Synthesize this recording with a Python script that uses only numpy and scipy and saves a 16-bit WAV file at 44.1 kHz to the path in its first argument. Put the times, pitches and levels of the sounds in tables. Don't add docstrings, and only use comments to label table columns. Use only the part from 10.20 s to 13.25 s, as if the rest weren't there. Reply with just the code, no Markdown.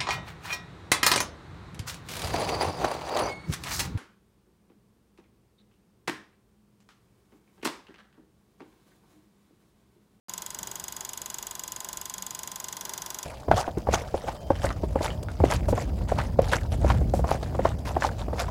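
import sys
import numpy as np
from scipy import signal
from scipy.fft import rfft, irfft
from scipy.io import wavfile
from scipy.ndimage import uniform_filter1d

SR = 44100
rng = np.random.default_rng(int(sys.argv[2]) if len(sys.argv) > 2 else 0)


def output_pcm(signal):
    pcm = np.clip(np.atleast_2d(signal).T, -1, 1) * 32767
    wavfile.write(sys.argv[1], SR, np.round(pcm).astype(np.int16))


N = 134505
TIME, BIN_HZ = np.arange(N) / SR, np.arange(N // 2 + 1) * SR / N
FRAME_S, FIRST_SNAP_S = 0.04191983, 0.0946


def undb(db):
    return 10 ** (np.asarray(db) / 20)

def curve(table):
    return np.interp(TIME, *np.array(table).T)

def shape(x, gain):
    y = irfft(rfft(x) * gain, N)
    return y / y.std()

def colour(x, table):
    hz, db = np.array(table).T
    return shape(x, undb(np.interp(np.log(BIN_HZ + 1), np.log(hz), db)))

def resonance(hz, width_hz):
    return shape(rng.standard_normal(N), 1 / (1 + ((BIN_HZ - hz) / width_hz * 1.02) ** 2))

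def drift(rate):
    hold = int(SR / rate)
    steps = np.repeat(rng.standard_normal(N // hold + 1), hold)
    return 1.2 * uniform_filter1d(uniform_filter1d(steps, hold), hold)[:N]

def rattle(age, spectrum, repeat):
    size = round(FRAME_S * SR)
    turn = irfft(np.exp(2j * np.pi * rng.random(size // 2 + 1)), size) * np.sqrt(size)
    looped = np.sqrt(repeat) * turn[(age * SR).astype(int) % size]
    return colour(looped + np.sqrt(1 - repeat) * rng.standard_normal(N), spectrum)

def frame_clock():
    snaps = FIRST_SNAP_S + FRAME_S * np.arange(-3, N / SR / FRAME_S + 1)
    wander = 0.00008 * np.interp(snaps, TIME, drift(4))
    jitter = 0.00003 * rng.standard_normal(len(snaps))
    snaps = snaps + wander + jitter
    frame = np.searchsorted(snaps, TIME) - 1
    return frame, TIME - snaps[frame], snaps[frame + 1] - TIME


# relative level in dB, fundamental first.
WHINE_HARMONICS = [-52, -66, -81, -64]
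def motor_whine(lean, pitch_hz=1026.2, shaft_hz=48.87):
    sway = 0.027 * np.sin(2 * np.pi * shaft_hz * TIME)
    hz = pitch_hz * (1 + sway + 0.00057 * drift(3.26) + 0.0015 * drift(60.6))
    phase = 2 * np.pi * np.cumsum(hz) / SR
    tone = sum(undb(db) * np.sin(k * phase) for k, db in enumerate(WHINE_HARMONICS, 1))
    return np.sqrt(2) * tone * undb(3.4 * lean + 0.5 * drift(9.1) - 2.4)

# time in seconds, level in dB.
HUM_RIDE = [(0, -61.5), (1.6, -71.5), (1.72, -55.5), (1.87, -68), (2.05, -53.5), (2.12, -60.5), (2.7, -62),
            (2.82, -56), (2.93, -67)]
def motor_hum():
    return undb(curve(HUM_RIDE)) * resonance(177, width_hz=24)

# frequency in Hz, relative level in dB.
FAN_EQ = [(20, -30), (34, 0), (48, 3.5), (85, 3), (125, 2), (190, -0.5), (270, -2), (500, -6), (950, -1.5),
          (1500, -4), (2400, -14), (6300, -20.5), (9000, -13.5), (13000, -16.5), (15000, -24.5)]
def fan(lean):
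    return undb(-52 + 0.2 * drift(5.65) + 0.78 * lean) * colour(rng.standard_normal(N), FAN_EQ)

# frequency in Hz, relative level in dB.
GEAR_EQ = [(100, -13.5), (180, 1), (260, -7.5), (380, 4.5), (470, -5), (620, 3.5), (770, -3), (930, 7.5),
           (1080, -3), (1200, -9), (1550, -1.5), (2300, -16.5), (3300, -24), (6500, -9), (9000, -27),
           (13000, -49), (15000, -9)]
def gears(age, lean):
    return undb(-52 + 2.4 * drift(11.54) + 2.5 * lean) * rattle(age, GEAR_EQ, repeat=0.74)

def spring():
    return undb(-59.5) * resonance(4970, width_hz=120)

def claw_slide(age, ahead):
    envelope = np.exp(-np.minimum(ahead / 0.0044, age / 0.0029))
    return undb(-53) * envelope * resonance(8080, width_hz=160)

# frequency in Hz, relative level in dB.
CONTACT_EQ = [(600, -40), (1500, -59), (2800, -17), (5000, 6.5), (6400, 1), (8000, -17), (9000, 0.5),
              (11300, -3.5), (13100, 1), (15000, -5)]
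def claw_snap(age, ahead, force):
    scrape = undb(-41) * np.exp(-ahead / 0.00054) * rattle(age, CONTACT_EQ, repeat=0.17)
    envelope = np.minimum(age / 0.000067, 1) * np.exp(-age / 0.00093)
    crack = undb(-32.5) * envelope * rattle(age, CONTACT_EQ, repeat=0.52)
    return scrape + force * crack

# pitch in Hz, level in dB from afar, level in dB
# leaned in, seconds to fall 60 dB, delay after the snap in seconds.
CLAW_MODES = [(2920, -45.5, -50, 0.045, 0.001573), (3315, -47, -47.5, 0.076, 0.000574),
              (3520, -46.5, -42.5, .032, 0.000571), (4596, -45, -42, 0.027, 0.000592),
              (5690, -47, -30.5, 0.021, 0.00009), (6090, -36.5, -30.5, 0.012, 0.000017),
              (6740, -27.5, -28, 0.013, 0.000099), (6966, -30.5, -33.5, 0.021, 0.0006015),
              (7507, -39, -45, 0.022, .0015), (7970, -28.5, -32.5, 0.012, 0.000787),
              (10840, -35.5, -31.5, 0.013, 0.0002076), (11530, -32.5, -30, 0.0087, 0.00012),
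              (12630, -44, -45, 0.0086, 0.00022), (13440, -35, -39, 0.014, 0.000092),
              (14730, -34, -35, 0.01, 0.000072)]
def claw_ring(frame, age, lean, contact_s=0.00035):
    ring = 0
    for hz, far_db, near_db, t60, delay in CLAW_MODES:
        scatter, detune = rng.standard_normal((frame.max() + 1, 2))[frame].T
        since = np.maximum(age - delay, 0)
        level = undb(far_db + (near_db - far_db) * lean + 1.67 * scatter)
        envelope = np.clip(since / contact_s, 0, 1) * np.exp(-np.log(1000) * since / t60)
        ring += level * envelope * np.sin(2 * np.pi * hz * (1 + 0.0042 * detune) * since)
    return ring

# frequency in Hz, relative level in dB.
CASE_EQ = [(300, -25), (1200, -16), (2000, -7), (2500, -12.5), (3300, -1.5), (4100, -4.5), (4700, -3.5),
           (5500, -6), (6300, 1.5), (7300, 0.5), (9000, -10), (11000, -12), (15000, -12)]
def case_knock(age, lean, rise_s=0.0025, decay_s=0.0036):
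    envelope = (1 - np.exp(-(age / rise_s) ** 2)) * np.exp(-age / decay_s)
    return undb(-28 + 4.2 * lean) * envelope * rattle(age, CASE_EQ, repeat=0.77)

# frequency in Hz, relative level in dB.
ROOM_EQ = [(500, -64), (2300, 6.5), (3400, 12.5), (4200, 5), (6400, 8.5), (7400, 5), (9000, -10),
           (11000, 8.5), (13200, -19), (15000, -16)]
def room_tail(age, rise_s=0.013, decay_s=0.026):
    envelope = np.minimum(age / rise_s, 1) * np.exp(-age / decay_s)
    return undb(-47) * envelope * rattle(age, ROOM_EQ, repeat=0.42)

# seconds after the snap, pitch in Hz,
# half-width in seconds, level in dB from afar.
CAM_KNOCKS = [(.0054, 1540, 0.0015, -48.5), (.0076, 1840, 0.00064, -49), (.0097, 967, 0.001, -41),
              (0.0155, 1010, 0.00091, -50)]
def cam(frame, age, lean):
    knocks = 0
    for at, hz, width, db in CAM_KNOCKS:
        level = undb(db + 0.6 * rng.standard_normal(frame.max() + 1))[frame]
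        envelope = np.exp(-((age - at) / width) ** 2 / 2)
        knocks += level * envelope * np.sin(2 * np.pi * hz * (age - at))
    return knocks * undb(2.5 * lean)

def rumble(peak_s=0.43, half_width_s=0.071):
    swell = np.exp(-((TIME - peak_s) / half_width_s) ** 2)
    return undb(-53.5) * swell * resonance(131, width_hz=104)

# pitch in Hz, level in dB.
BUMP_MODES = [(125, -39), (270, -50), (520, -39)]
def bump(start_s=1.0135, decay_s=0.0028):
    since = np.maximum(TIME - start_s, 0)
    modes = sum(undb(db) * np.sin(2 * np.pi * hz * since) for hz, db in BUMP_MODES)
    return np.exp(-since / decay_s) * modes

# time in seconds, closeness from 0 to 1.
LEAN_IN = [(0, 0.08), (1.6, 0), (2.2, 0.3), (2.7, 1), (3.05, 0.85)]
def scene():
    frame, age, ahead = frame_clock()
    lean = curve(LEAN_IN)
    force = undb(0.52 * rng.standard_normal(frame.max() + 1))[frame]
    bed = motor_whine(lean) + motor_hum() + fan(lean) + gears(age, lean) + spring()
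    claw = claw_slide(age, ahead) + claw_snap(age, ahead, force)
    ring_out = force * (claw_ring(frame, age, lean) + case_knock(age, lean) + room_tail(age))
    return (bed + claw + ring_out + cam(frame, age, lean) + rumble() + bump())[None]

def record(dry, start_s=0.084):
    low_cut = signal.butter(4, 36, "high", fs=SR, output="sos")
    high_cut = signal.ellip(8, 0.2, 70, 15100, fs=SR, output="sos")
    gated = signal.sosfilt(low_cut, dry) * (TIME > start_s)
    return signal.sosfilt(high_cut, gated)


dry = scene()
out = record(dry)
output_pcm(out)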